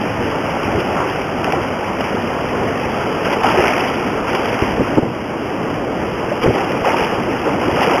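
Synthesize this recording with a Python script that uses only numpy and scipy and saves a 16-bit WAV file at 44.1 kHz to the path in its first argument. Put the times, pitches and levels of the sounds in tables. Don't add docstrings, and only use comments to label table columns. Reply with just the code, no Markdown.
import sys
import numpy as np
from scipy import signal
from scipy.fft import rfft, irfft, next_fast_len
from scipy.io import wavfile
from scipy.ndimage import uniform_filter1d, map_coordinates

SR = 44100
rng = np.random.default_rng(int(sys.argv[2]) if len(sys.argv) > 2 else 0)


def dump(signal):
    limited = np.clip(np.atleast_2d(signal).T, -1, 1)
    pcm = np.round(limited * 32767).astype(np.int16)
    wavfile.write(sys.argv[1], SR, pcm)


N = 352800

# (time [s], length [s], strength [dB], extra churn [dB], extra foam [dB])
BREAKING_WAVES = [(0.567, 0.36, -30.5, -7, 4.5), (0.952, 0.077, -21.5, -13, -19),
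                  (1.427, 0.16, -25.5, -4, -10), (2.0, 0.043, -28, -3, 6), (3.23, 0.085, -21, -3, -1),
                  (3.433, 0.014, -13, 2, -3), (3.567, 0.14, -18.5, 1.5, 2), (3.75, 0.08, -28.5, -9, 8),
                  (4.26, 0.38, -23, -7, 3), (5.267, .22, -32, 4, 3), (6.406, .02, -19, 8, -3.5),
                  (6.523, 0.038, -20, 3, -1), (6.833, 0.054, -17.5, -4, -1.5), (6.957, .05, -23, 3.5, 5.5),
                  (7.441, 0.039, -20.5, 4, -9), (7.603, 0.043, -20.5, 1, -1.5), (7.745, .22, -20, 3, 0.5)]
# (time [s], churn level [dB], splash level [dB])
LAPPING_LEVELS = [(0, -31.5, -27), (1.1, -31, -27.5), (2.3, -27.5, -29.5), (2.7, -25.5, -27),
                  (4.1, -26.5, -25.5), (4.9, -27.5, -42), (6.2, -26, -33), (8, -23, -25.5)]
# (time [s], relative level [dB], pitch [Hz])
AIR_POCKETS = [(1.004, -11, 1060), (1.534, -11, 770), (2.006, -13, 715), (3.435, -10, 900),
               (3.445, -4, 750), (3.575, -7.5, 364), (3.594, -9, 366), (3.624, -10, 397), (6.317, -10, 565),
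               (6.847, -7.5, 890), (6.860, -10.5, 524), (6.872, -8.5, 730), (6.884, -8, 660),
               (6.943, -8, 890), (7.816, -8, 777)]
# (time [s], level [dB], half-width [s])
CREST_SLAPS = [(0.805, -21, .0086), (1.102, -20.5, .0025), (1.219, -24, 0.0028), (1.445, -11.5, 0.0011),
               (1.524, -11.5, 0.001), (1.636, -23, .0012), (2.009, -17, 0.0022), (3.257, -18, 0.0063),
               (3.333, -15.5, 0.0059), (3.436, -11.5, .0018), (3.782, -17, .003), (4.082, -26, .002),
               (4.355, -16.5, .004), (6.437, -13.5, 0.0053), (6.721, -21, 0.0026), (7.829, -16, 0.017)]
# (time [s], thud level [dB], rumble level [dB], half-width [s])
GUSTS = [(0.77, -16.5, -22, .025), (2.149, -21, -16.5, 0.0046), (4.627, -11, -13, 0.0045),
         (4.806, -13, -18, 0.013), (4.985, -4, -14, 0.0075), (5.033, -12.5, -10, .004),
         (6.465, -7.5, -14, 0.0023), (6.491, -14, -14, 0.017), (7.685, -12.5, -24, .005),
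         (7.741, -19.5, -22, .022)]

# (frequency [Hz], relative level [dB])
CHURN_TONE = [(40, -27), (110, -11), (250, -2.5), (430, 4), (600, -0.5), (1000, -28), (4000, -60)]
SPLASH_TONE = [(150, -36), (400, 2), (600, -1.5), (870, 2.5), (1100, -5), (1400, -0.5), (1900, -26.5),
               (4000, -39)]
FIZZ_TONE = [(300, -18), (900, 9), (1400, -2), (2000, 2.5), (3000, 4), (4000, -7.5), (5000, -40),
             (8000, -90)]
SPRAY_TONE = [(200, -12), (700, 2), (1400, 1), (2200, 0), (3000, 6), (3600, 2), (4000, -2), (5000, -40)]
THUD_TONE = [(40, -24), (150, -28), (250, -4.5), (340, -3), (480, -8), (750, -16), (1300, -31), (4000, -55)]
RUMBLE_TONE = [(10, -20), (35, -2), (70, 8), (150, 9.5), (260, 4), (600, -35), (4000, -70)]
ROAR_TONE = [(10, -26), (25, -16.5), (45, -10), (100, -1), (170, -0.5), (270, 2), (420, -1), (620, -2.5),
             (850, -3.5), (1200, -7), (1700, -11.5), (2400, -12.5), (3100, -13), (4000, -22.5)]

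# (delay [s], rise time [s], fade time [s])
CHURN_TIMING = (0.004, 0.036, 0.11)
SPLASH_TIMING = (0.0018, 0.023, 0.096)
FOAM_TIMING = (0.0025, 0.012, 0.17)


def waves():
    churn_gain, splash_gain, foam_gain = wave_loudness()
    deep = bubbles(154.8, 649, cycles=4.2, spread_db=1.5, rise=0.1, count=1800, samples=2200)
    middle = bubbles(443, 1648, cycles=4.07, spread_db=0.5, rise=0.12, count=3600, samples=1300)
    fine = bubbles(1133, 3840, cycles=2.73, spread_db=0.5, rise=0.12, count=11000, samples=300)
    churn = churn_gain * with_tone(deep + amp(8) * patchy_noise(swing_db=4), CHURN_TONE)
    splash = splash_gain * with_tone(middle + amp(4.5) * patchy_noise(swing_db=5.5), SPLASH_TONE)
    fizz = foam_gain * with_tone(fine + patchy_noise(swing_db=2.2), FIZZ_TONE)
    spatter = amp(0.75 * wobble(60))
    drips = bubbles(1900, 3300, cycles=5, spread_db=1.5, rise=0.15, count=260, samples=500)
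    falling_spray = foam_gain * amp(-9) * drips
    return churn + spatter * (splash + fizz) + falling_spray


def wave_loudness():
    times, *levels = np.transpose(LAPPING_LEVELS)
    swing_db = 0.63 * wobble(6)
    churn, splash = [amp(np.interp(clock(), times, db) + swing_db) ** 2 for db in levels]
    foam = splash * amp(-3.5) ** 2
    for start, length, db, extra_churn_db, extra_foam_db in BREAKING_WAVES:
        above_strong_db = db + 20
        churn_db = -22.5 + 0.47 * above_strong_db + extra_churn_db
        foam_db = -23.5 + 1.38 * above_strong_db + extra_foam_db
        churn += (amp(churn_db) * swell(start, length, CHURN_TIMING)) ** 2
        splash += (amp(db) * swell(start, length, SPLASH_TIMING)) ** 2
        foam += (amp(foam_db) * swell(start, length, FOAM_TIMING)) ** 2
    return np.sqrt([churn, splash, foam])


def swell(start, length, timing):
    delay, rise, fade = timing
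    age = clock() - start - delay
    return np.clip(age / rise, 0, 1) * np.exp(-np.maximum(age - length, 0) / fade)


def bubbles(low_hz, high_hz, cycles, spread_db, rise, count, samples):
    when, pitch, chance = rng.random((count, 3)).T[:, :, None]
    hz = low_hz * (high_hz / low_hz) ** pitch
    boost_db = -spread_db * np.log(np.maximum(chance, np.exp(-4)))
    steps = np.arange(samples)
    rings = amp(boost_db) * np.sqrt(hz) * bubble(steps / SR, hz, cycles, rise)
    positions = (when * N).astype(int) + steps
    return normalise(np.bincount(positions.ravel(), rings.ravel(), N)[:N])


def bubble(t, hz, cycles, rise):
    age = t * hz / cycles
    climb = 1 + rise * np.minimum(age, 2) / 2
    fade_in = 1 - np.exp(-2 * t * hz)
    return np.sin(2 * np.pi * hz * t * climb) * np.exp(-age) * fade_in


def gulps():
    sound = np.zeros(N + SR)
    t = np.arange(SR // 10) / SR
    for start, db, hz in AIR_POCKETS:
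        sound[round(start * SR):][:len(t)] += 2 * amp(db) * bubble(t, hz, cycles=3, rise=0.027)
    return sound[:N]


def slaps():
    spray = with_tone(rng.standard_normal(N), SPRAY_TONE)
    return sum(amp(db) * puff(spray, time, half_width) for time, db, half_width in CREST_SLAPS)


def wind():
    thud = with_tone(rng.standard_normal(N), THUD_TONE)
    rumble = with_tone(rng.standard_normal(N), RUMBLE_TONE)
    return sum(amp(thud_db) * puff(thud, time, half_width)
               + amp(rumble_db) * puff(rumble, time, half_width)
               for time, thud_db, rumble_db, half_width in GUSTS)


def spillway():
    level_db = -20 + 0.6 * wobble(6.8)
    return amp(level_db) * with_tone(patchy_noise(swing_db=1.43), ROAR_TONE)


def patchy_noise(swing_db):
    grid = signal.stft(rng.standard_normal(N), nperseg=1024)[2]
    patches = uniform_filter1d(rng.standard_normal(grid.shape), size=7, axis=0)
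    patches = uniform_filter1d(patches, size=6, axis=1)
    grid *= amp(swing_db * normalise(patches))
    return normalise(signal.istft(grid, nperseg=1024)[1][:N])


def puff(noise, time, half_width):
    bell = np.exp(-((clock() - time) / half_width) ** 2 / 2)
    burst = noise * bell
    return burst * np.sqrt(np.sum(bell ** 2) / np.sum(burst ** 2))


def with_tone(x, tone):
    table_hz, db = np.transpose(tone)
    shaped = filtered(x, lambda hz: amp(np.interp(np.log(hz + 1), np.log(table_hz), db, right=-120)))
    return normalise(shaped)


def filtered(x, gain_at):
    size = next_fast_len(N + SR // 2)
    return irfft(rfft(x, size) * gain_at(np.fft.rfftfreq(size, 1 / SR)), size)[:N]


def wobble(rate):
    return map_coordinates(rng.standard_normal(4096), [clock() * rate], mode="wrap")


def amp(db):
    return 10 ** (np.asarray(db) / 20)


def normalise(x):
    return x / np.sqrt(np.mean(x ** 2) + 1e-20)


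def clock():
    return np.arange(N) / SR


def scene():
    return (spillway() + waves() + gulps() + slaps() + wind())[None]


def auto_volume(x, threshold_db, steepness, max_cut_db, recovery_s):
    power = signal.fftconvolve(x ** 2, np.ones(700) / 700)[:N]
    level_db = 10 * np.log10(np.abs(power) + 1e-12)
    wanted_cut_db = np.clip(steepness * (level_db - threshold_db), 0, max_cut_db)
    fade = np.exp(-clock() / recovery_s)
    cut_db = np.maximum.accumulate(wanted_cut_db / fade) * fade
    return x * amp(-uniform_filter1d(cut_db, size=900))


def record(dry):
    camera_hz, top_hz = 8000, 14400
    ducked = auto_volume(dry[0], threshold_db=-6.5, steepness=3.5, max_cut_db=5.5, recovery_s=0.98)
    clipped = np.clip(ducked, -0.95, 0.95)
    edge_hz, edge_db = [2970, 3206, 3412, 3643, 3790, 4200], [0, -3, -8, -22, -25.5, -37]
    narrow = filtered(clipped, lambda hz: amp(np.interp(hz, edge_hz, edge_db)))
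    ticks = np.arange(N * camera_hz // SR + 1) / camera_hz
    samples = map_coordinates(narrow, [ticks * SR], mode="nearest")
    gritty = np.interp(clock(), ticks, samples)
    return filtered(gritty, lambda hz: amp(np.interp(hz, [5000, 13000], [0, 1.8])) * (hz < top_hz))[None]


dry = scene()
out = record(dry)
dump(out)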